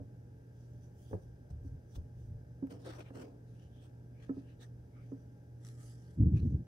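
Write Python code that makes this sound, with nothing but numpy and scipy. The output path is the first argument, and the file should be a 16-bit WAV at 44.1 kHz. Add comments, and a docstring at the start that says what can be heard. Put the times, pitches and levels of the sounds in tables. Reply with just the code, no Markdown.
"""A mains hum and a low rumble fill a small room from start to end. Fingertips knock a phone against
the wooden table it lies on, first right at the start, then now and again. A small cloth glides, dabs and
wipes over the glass, its fibres sticking and slipping, while the moving arm pushes air onto the nearby
microphone. Hard wipes make the phone creep on the wood; small scuffs and light brushes follow.
Near the end come the hardest gusts of air."""
import sys
import numpy as np
from scipy import signal
from scipy.fft import rfft, irfft, next_fast_len
from scipy.io import wavfile
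from scipy.ndimage import uniform_filter1d, map_coordinates

SR = 44100
rng = np.random.default_rng(int(sys.argv[2]) if len(sys.argv) > 2 else 0)


def to_wav(s):
    """Save 16-bit WAV."""
    ch = np.atleast_2d(s).T  # columns
    pcm = np.round(np.clip(ch, -1, 1) * 32767)  # PCM
    wavfile.write(sys.argv[1], SR, pcm.astype(np.int16))


N = 294142
TIME = np.arange(N) / SR

# fingertip knocks: (time [s], phone level [dB], table level [dB], brightness [dB per octave])
KNOCKS = [(.001, -45, -43.5, -5.5), (1.111, -54, -44.5, -2), (1.130, -60, -31.5, 0), (1.646, -45, -54, -7),
          (1.965, -53, -45.5, -7.5), (2.624, -28.5, -70, -6.5), (2.714, -42.5, -48.5, 2),
          (2.863, -53, -47, 3), (3.104, -47, -52, 4), (3.152, -54, -46, 1.5), (4.292, -28.5, -54, 3),
          (4.367, -35.5, -56, -7), (5.117, -34, -64, -1)]
# tones of the phone rocking on the wood: (pitch [Hz], level [dB], time to fade by 60 dB [s])
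PHONE_TONES = [(211, -12.5, 0.11), (271.8, 2, 0.094), (426, -12, 0.071), (463, -9.5, 0.046),
               (667, -24.5, 0.063), (1033, -33.5, 0.056), (1294, -31.5, 0.067), (1730, -29, 0.016)]
# tone colour of lightly skimming cloth: (frequency [Hz], level [dB])
BRUSH_COLOUR = [(590, -54), (1000, -24.5), (1260, 6.5), (1490, -7.5), (1840, 3), (2500, -16.5),
                (2910, -4.5), (4340, -5.5), (5850, 1), (6710, -4), (7700, 1), (9250, -8), (10400, -5),
                (15500, -25)]


def amp(db):
    """Turn decibels into a gain."""
    return 10 ** (np.asarray(db) / 20)


def unit(x):
    """Scale a signal to an average strength (rms) of 1."""
    return x / np.sqrt(np.mean(x ** 2) + 1e-20)


def along(points, hz):
    """Read a curve of (frequency, value) points on a log frequency axis."""
    frequencies, values = np.transpose(points)
    return np.interp(np.log(hz + 1), np.log(frequencies + 1), values)


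def wobble(rate):
    """A smooth random curve through `rate` points a second."""
    return map_coordinates(rng.standard_normal(int(N * rate / SR) + 4), [TIME * rate])


def filtered(x, response):
    """Multiply each frequency in x by response(frequency)."""
    size = next_fast_len(N + SR // 4)
    return irfft(rfft(x, size) * response(np.fft.rfftfreq(size, 1 / SR)), size)[..., :N]


def add(track, s, sound):
    """Mix a sound into a track at s seconds."""
    start = max(0, round(s * SR))
    part = track[..., start:start + sound.shape[-1]]
    part += sound[..., :part.shape[-1]]


def swell(moves, attack_s, release_s, column=2, attack_ease=0.3, release_ease=0.8):
    """Loudness of moves that rise, hold and fade; a longer hold stretches the rise and the fade."""
    power = np.zeros(N)
    for move in moves:
        s, hold = move[:2]
        early = np.maximum(s - TIME, 0) / (attack_s + attack_ease * hold)
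        late = np.maximum(TIME - s - hold, 0) / (release_s + release_ease * hold)
        power += amp(move[column] - 20 * np.minimum(early + late, 10)) ** 2
    return np.sqrt(power)


def bursts(events, t60):
    """Loudness that jumps at each event, then fades by 60 dB in t60 seconds."""
    t, track = np.arange(SR // 4) / SR, np.zeros(N)
    for s, db in events:
        add(track, s, amp(db - 60 * t / t60))
    return track


def spread(pair, colour):
    """Give two unrelated signals a tone colour and share them between left and right."""
    # how alike the two sides are: (frequency [Hz], likeness [1 = the same])
    likeness = [(60, 1), (130, 0.98), (290, 1), (640, -0.13), (1400, 0.2), (3100, 0.16), (5000, 0.36),
                (7000, -0.035), (10000, 0.96), (14000, 0.98)]

    def shares(hz):
        angle = np.arccos(np.clip(along(likeness, hz), -1, 1)) / 2
        return amp(along(colour, hz)) * np.array([np.cos(angle), np.sin(angle)])

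    mid, side = filtered(pair, shares)
    return unit(np.array([mid + side, mid - side]))


def rush(colour):
    """Steady stereo noise with the given tone colour."""
    return spread(rng.standard_normal((2, N)), colour)


def pan(x, balance):
    """Lean each frequency to the left or the right."""
    return filtered(x, lambda hz: amp(along(balance, hz) * np.array([[.5], [-.5]])))


def background(rumble_db=-57, hiss_db=-80.5, waver_db=2.3, drift=0.25):
    """An appliance hums and whines unsteadily over the room's rumble and a thin hiss."""
    # the appliance's tones: (pitch [Hz], level [dB])
    hum_tones = [(120, -54.5), (166, -67.5), (436, -79), (592, -80.5), (829, -84), (945, -93), (1355, -99),
                 (1593, -84), (1653, -93), (1830, -93), (1950, -102)]
    # tone colours of the rumble and the hiss: (frequency [Hz], level [dB])
    rumble_colour = [(15, -46.5), (25, -26), (45, -10), (70, -1.5), (100, -2), (140, -6), (200, -11.5),
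                     (280, -10.5), (380, -17), (460, -15), (600, -24), (750, -27), (880, -30.5),
                     (1100, -46), (1500, -70), (2500, -110)]
    hiss_colour = [(650, -38.5), (1100, -10), (1350, -5.5), (1620, -1.5), (1900, -10.5), (2400, -13),
                   (3400, -15.5), (4400, -19), (5050, -11), (5500, -17), (5900, -12), (6800, -18.5),
                   (14800, -23.5), (15600, -29.5)]
    # which side the room's noise favours: (frequency [Hz], left minus right [dB])
    balance = [(130, -0.8), (290, -0.5), (640, 4.5), (1200, -1), (1900, 3.5), (4000, 3), (5900, -7.5),
               (7800, 0)]
    hum = np.zeros(N)
    for hz, db in hum_tones:
        strength = amp(db + waver_db * wobble(8.2)) * np.sqrt(2)
        hum += strength * np.sin(2 * np.pi * hz * TIME + drift * wobble(7.9))
    return pan(hum + amp(rumble_db) * rush(rumble_colour) + amp(hiss_db) * rush(hiss_colour), balance)


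def ring(tones, brightness, rise_cycles, scatter_db=1):
    """Fading tones that take about one cycle to build up under a soft fingertip."""
    t = np.arange(SR // 2) / SR
    hz, db, t60 = np.transpose(tones)[:, :, None]
    level = db + brightness * np.log2(hz / hz[1]) + scatter_db * rng.standard_normal(hz.shape)
    rise = 1 - np.exp(-(t * hz / rise_cycles) ** 2)
    return (amp(level - 60 * t / t60) * np.sin(2 * np.pi * hz * t) * rise).sum(0)


def knocks():
    """Each knock rocks the phone and shakes the table; harder contacts sound brighter."""
    # tones of the table top: (pitch [Hz], level [dB], time to fade by 60 dB [s])
    table_tones = [(100.8, -1, 0.15), (185, -8, 0.13), (345, -11, 0.1), (430, -6, 0.054), (520, -1.5, 0.04),
                   (735, -10, 0.03), (1220, -17, 0.013), (1634, -17, 0.024)]
    track = np.zeros(N)
    for s, phone_db, table_db, brightness in KNOCKS:
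        phone = amp(phone_db) * ring(PHONE_TONES, brightness, rise_cycles=0.9)
        table = amp(table_db) * ring(table_tones, brightness, rise_cycles=0.66)
        add(track, s, phone - table)
    return track


def clunks(phone_share_db=-19, table_share_db=-8):
    """Every knock also wakes a blur of closely spaced tones in the wood."""
    # tone colour of that blur: (frequency [Hz], level [dB])
    wood_colour = [(50, -48), (120, -24), (250, -1.5), (470, 6), (800, -8.5), (1600, -32.5), (2600, -39),
                   (6000, -100)]
    blows = [(s, max(phone_db + phone_share_db, table_db + table_share_db))
             for s, phone_db, table_db, _ in KNOCKS]
    return uniform_filter1d(bursts(blows, t60=0.15), size=128) * rush(wood_colour)


def room(x, wall_delay_s=0.01118, wall_db=-3, tail_db=-15, right_db=4):
    """The direct sound, one dull echo off the near wall and a short wash of later echoes."""
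    # how long the room rings: (frequency [Hz], time to fade by 60 dB [s])
    fade_times = [(120, 0.27), (500, 0.68), (2000, 0.53), (10000, 0.082)]
    hz, t, noise = signal.stft(rng.standard_normal((2, SR // 2)), SR, nperseg=256)
    fade = amp(-60 * t / along(fade_times, hz)[:, None])
    mid, side = signal.istft(noise * fade, SR, nperseg=256)[1]
    tail = np.array([mid + side, mid - side])
    out = amp(tail_db) * signal.fftconvolve(x[None], tail / np.linalg.norm(tail[0]), axes=1)[:, :N]
    add(out, 0, x * amp(right_db * np.array([[-.5], [.5]])))
    add(out, wall_delay_s, amp(wall_db) * filtered(x, lambda f: 1 / (1 + (f / 500) ** 4)))
    return out


def hand_gap(x, depth_db, size=512):
    """The gap under the moving hand boosts ever-changing pitches."""
    slices = signal.stft(x, nperseg=size)[2]
    boost = rng.standard_normal(slices.shape[1:])
    for _ in range(2):  # smooth across pitch and time
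        boost = uniform_filter1d(uniform_filter1d(boost, size=5, axis=0), size=9, axis=1)
    return signal.istft(slices * amp(depth_db * unit(boost)), nperseg=size)[1][:, :N]


def rub(strokes, colour, attack_s, release_s, grain_db, slip_rate, slip_db, split_hz=4500):
    """Countless fibres stick and slip; pressure feeds the low drag, speed the high hiss."""
    # which side the cloth is heard on: (frequency [Hz], left minus right [dB])
    balance = [(200, -5), (700, 5.5), (1300, 1.5), (2400, 7.5), (4400, -1), (6000, -8), (8100, -1),
               (10500, 0)]
    slips = amp(grain_db * wobble(1500) + slip_db * wobble(slip_rate))
    fibres = hand_gap(slips * rng.standard_normal((2, N)), depth_db=3.0)
    friction = pan(spread(fibres, colour), balance)
    low = filtered(friction, lambda hz: 1 / (1 + (hz / split_hz) ** 6))
    drag = swell(strokes, attack_s, release_s, column=2) * unit(low)
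    hiss = swell(strokes, attack_s, release_s, column=3) * unit(friction - low)
    return drag + hiss


def cloth():
    """The cloth rubs the glass in quiet glides, firm wipes, small scuffs and light brushes."""
    # strokes of each kind: (time [s], hold [s], drag level [dB], hiss level [dB])
    glides = [(.57, .2, -88.5, -86), (.83, 0.026, -87, -80.5), (.99, 0.13, -88, -75.5),
              (1.225, 0.0071, -87, -80), (1.652, 0.026, -94, -81), (1.925, .025, -83, -77),
              (2.19, .06, -89, -82), (5.03, .2, -90, -89)]
    wipes = [(1.504, 0.0058, -69, -74), (1.955, 0.005, -63, -62.5), (2.709, 0.011, -56.5, -67),
             (2.732, 0.036, -65, -76), (2.8, .025, -69, -78), (2.856, 0.062, -55.5, -68),
             (2.94, 0.033, -61.5, -69), (2.987, 0.027, -53, -71), (3.055, 0.037, -62.5, -83),
             (3.154, 0.068, -56, -69), (3.825, .028, -71, -76.5), (4.614, 0.024, -63.5, -68)]
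    scuffs = [(3.5, 0.15, -84, -84), (3.76, 0.073, -81.5, -84), (4.229, 0.0071, -65.5, -76),
              (4.36, 0.041, -80.5, -83.5), (4.485, .022, -77, -83), (4.95, 0.15, -83, -96),
              (6.372, .008, -67.5, -73.5), (6.455, 0.057, -84, -81.5)]
    brushes = [(5.652, 0.05, -72, -71), (5.805, 0.098, -71.5, -68), (6.02, .1, -82, -81)]
    # their tone colours: (frequency [Hz], level [dB])
    glide_colour = [(1500, -18), (2400, -13), (3300, -2.5), (4100, -12), (4850, -1), (5450, -8),
                    (5900, 4.5), (6600, -4), (8100, -9), (9200, -5.5), (11500, -15.5), (15000, -12.5)]
    wipe_colour = [(180, -22), (300, 1.5), (391, -3.5), (517, -4), (1140, -13), (1280, -8), (2070, -18.5),
                   (2880, -19), (3180, -22), (3750, -26), (5950, -29.5), (6570, -35.5), (8990, -35),
                   (11700, -48), (15500, -45)]
    scuff_colour = [(650, -61), (1100, -2.5), (1320, 1), (1500, -11.5), (1610, 8), (2130, -3), (2510, 0.5),
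                    (3840, -7), (5350, -16.5), (5870, -11), (7440, -22.5), (9840, -20.5), (13000, -36)]
    out = rub(glides, glide_colour, attack_s=0.043, release_s=0.06, grain_db=2, slip_rate=60, slip_db=0)
    out += rub(wipes, wipe_colour, attack_s=0.011, release_s=0.024,
               grain_db=1.5, slip_rate=160, slip_db=1.74)
    out += rub(scuffs, scuff_colour, attack_s=0.05, release_s=0.056,
               grain_db=2.5, slip_rate=97, slip_db=2)
    out += rub(brushes, BRUSH_COLOUR, attack_s=0.048, release_s=0.072,
               grain_db=2, slip_rate=120, slip_db=1.2)
    return out


def squeaks(width=0.086):
    """Where the fibres slip in step, the rubbing narrows to a hoarse pitch."""
    # faint squeaks on the glass: (middle time [s], half length [s], pitch [Hz], level [dB])
    events = [(1.088, .083, 3350, -79.5), (1.959, 0.013, 3400, -68), (2.885, 0.081, 3750, -67.5),
              (3.071, 0.031, 2360, -68), (3.633, 0.09, 2980, -79.5), (3.793, 0.13, 3300, -77.5),
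              (4.187, .07, 2320, -79), (4.494, 0.089, 2850, -78.5), (4.624, .04, 3760, -67),
              (4.632, 0.04, 1750, -66), (4.988, 0.062, 1300, -73), (5.0, 0.11, 2200, -77),
              (6.375, 0.042, 2486, -68.5)]
    out = np.zeros((2, N))
    for s, half_length, hz, db in events:
        count = int(2 * half_length * SR)
        f = np.fft.rfftfreq(count, 1 / SR)
        noise = rng.standard_normal((2, SR))[:, :count]
        tone = irfft(rfft(noise) / (1 + ((f / hz - 1) / width) ** 2), count)
        add(out, s - half_length, amp(db) * np.hanning(count) * unit(tone))
    return out


def eddies(colour, span_s=0.032):
    """Swirling air: low noise evened out in strength."""
    noise = rush(colour)
    power = uniform_filter1d(np.mean(noise ** 2, 0), size=int(span_s * SR))
    return noise / np.sqrt(np.abs(power) + 1e-3)


def air(cutoff_hz=32):
    """Moving air rumbles on the microphone: soft draughts from the arm, hard gusts from close by."""
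    # puffs of air: (time [s], hold [s], level [dB])
    draughts = [(1.27, 0.06, -55), (1.515, 0.041, -42), (1.645, .025, -42.5), (1.725, 0.012, -44),
                (1.975, 0.02, -40), (2.17, 0.14, -51), (2.3, 0.058, -46.5)]
    gusts = [(6.208, 0.019, -21.5), (6.266, .008, -22), (6.332, 0.026, -24.5), (6.425, .05, -29),
             (6.538, 0.01, -26.5), (6.602, .006, -40)]
    # their tone colours: (frequency [Hz], level [dB])
    draught_colour = [(15, -27), (25, -5.5), (65, 5.5), (105, 0.5), (143, -2), (260, -43), (340, -64),
                      (570, -120)]
    gust_colour = [(15, -44.5), (25, -22), (81, 4.5), (121, -1), (155, -2.5), (182, -5.5), (335, -17),
                   (371, -24.5), (448, -28), (557, -42.5), (800, -53), (1040, -84), (1760, -120)]
    soft = swell(draughts, attack_s=0.02, release_s=0.084) * eddies(draught_colour)
    hard = swell(gusts, attack_s=0.027, release_s=0.037) * eddies(gust_colour).mean(0)
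    # the microphone's opening passes little of the slowest pressure changes
    return filtered(soft + hard, lambda hz: 1 - 1 / (1 + (hz / cutoff_hz) ** 4))


def snags():
    """Threads catch on the phone's edge and let go with dry ticks."""
    # the ticks: (time [s], level [dB])
    ticks = [(1.507, -75.5), (1.957, -62), (2.671, -60), (2.709, -59), (2.862, -57), (2.9938, -58),
             (3.105, -66.5), (3.15, -65)]
    return bursts(ticks, t60=0.03) * rush([(300, -28), (700, 25), (6000, -6), (15000, -3)])


def creep(width=0.12):
    """A hard wipe makes the phone creep on the wood; the holding hand deadens its tones."""
    # the phone's small slides: (time [s], hold [s], level [dB])
    slides = [(2.715, 0.016, -51.5), (3.165, 0.069, -51)]
    body = lambda f: sum(amp(db) * hz / (1 + ((f / hz - 1) / width) ** 2) for hz, db, _ in PHONE_TONES)
    scrape = rush([(150, -2.0), (400, -1), (900, 1.5), (2000, -40), (5000, -80)])
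    return swell(slides, attack_s=0.02, release_s=0.15) * unit(filtered(scrape, body))


def judder(start_s=5.6492, gap_s=0.0095, count=5, level_db=-54.5, weaker_db=-4):
    """The cloth slips off the phone's edge in quick jerks, every second one weaker."""
    jerks = [(start_s + k * gap_s, level_db + weaker_db * (k % 2)) for k in range(count)]
    return bursts(jerks, t60=0.013) * rush(BRUSH_COLOUR)


def scene():
    """Hum, knocks, cloth and air together."""
    return (background() + room(knocks()) + clunks() + cloth() + squeaks()
            + air() + snags() + creep() + judder())


def record(dry, lag_s=0.00023, top_hz=15700):
    """Sound reaches the left side slightly late, by up to one cycle; nothing above top_hz is kept."""
    phase = lambda hz: np.pi * np.minimum(hz * lag_s, 1) * np.array([[-1], [1]])
    return filtered(dry, lambda hz: np.exp(1j * phase(hz)) * (hz < top_hz))


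dry = scene()
out = record(dry)
to_wav(out)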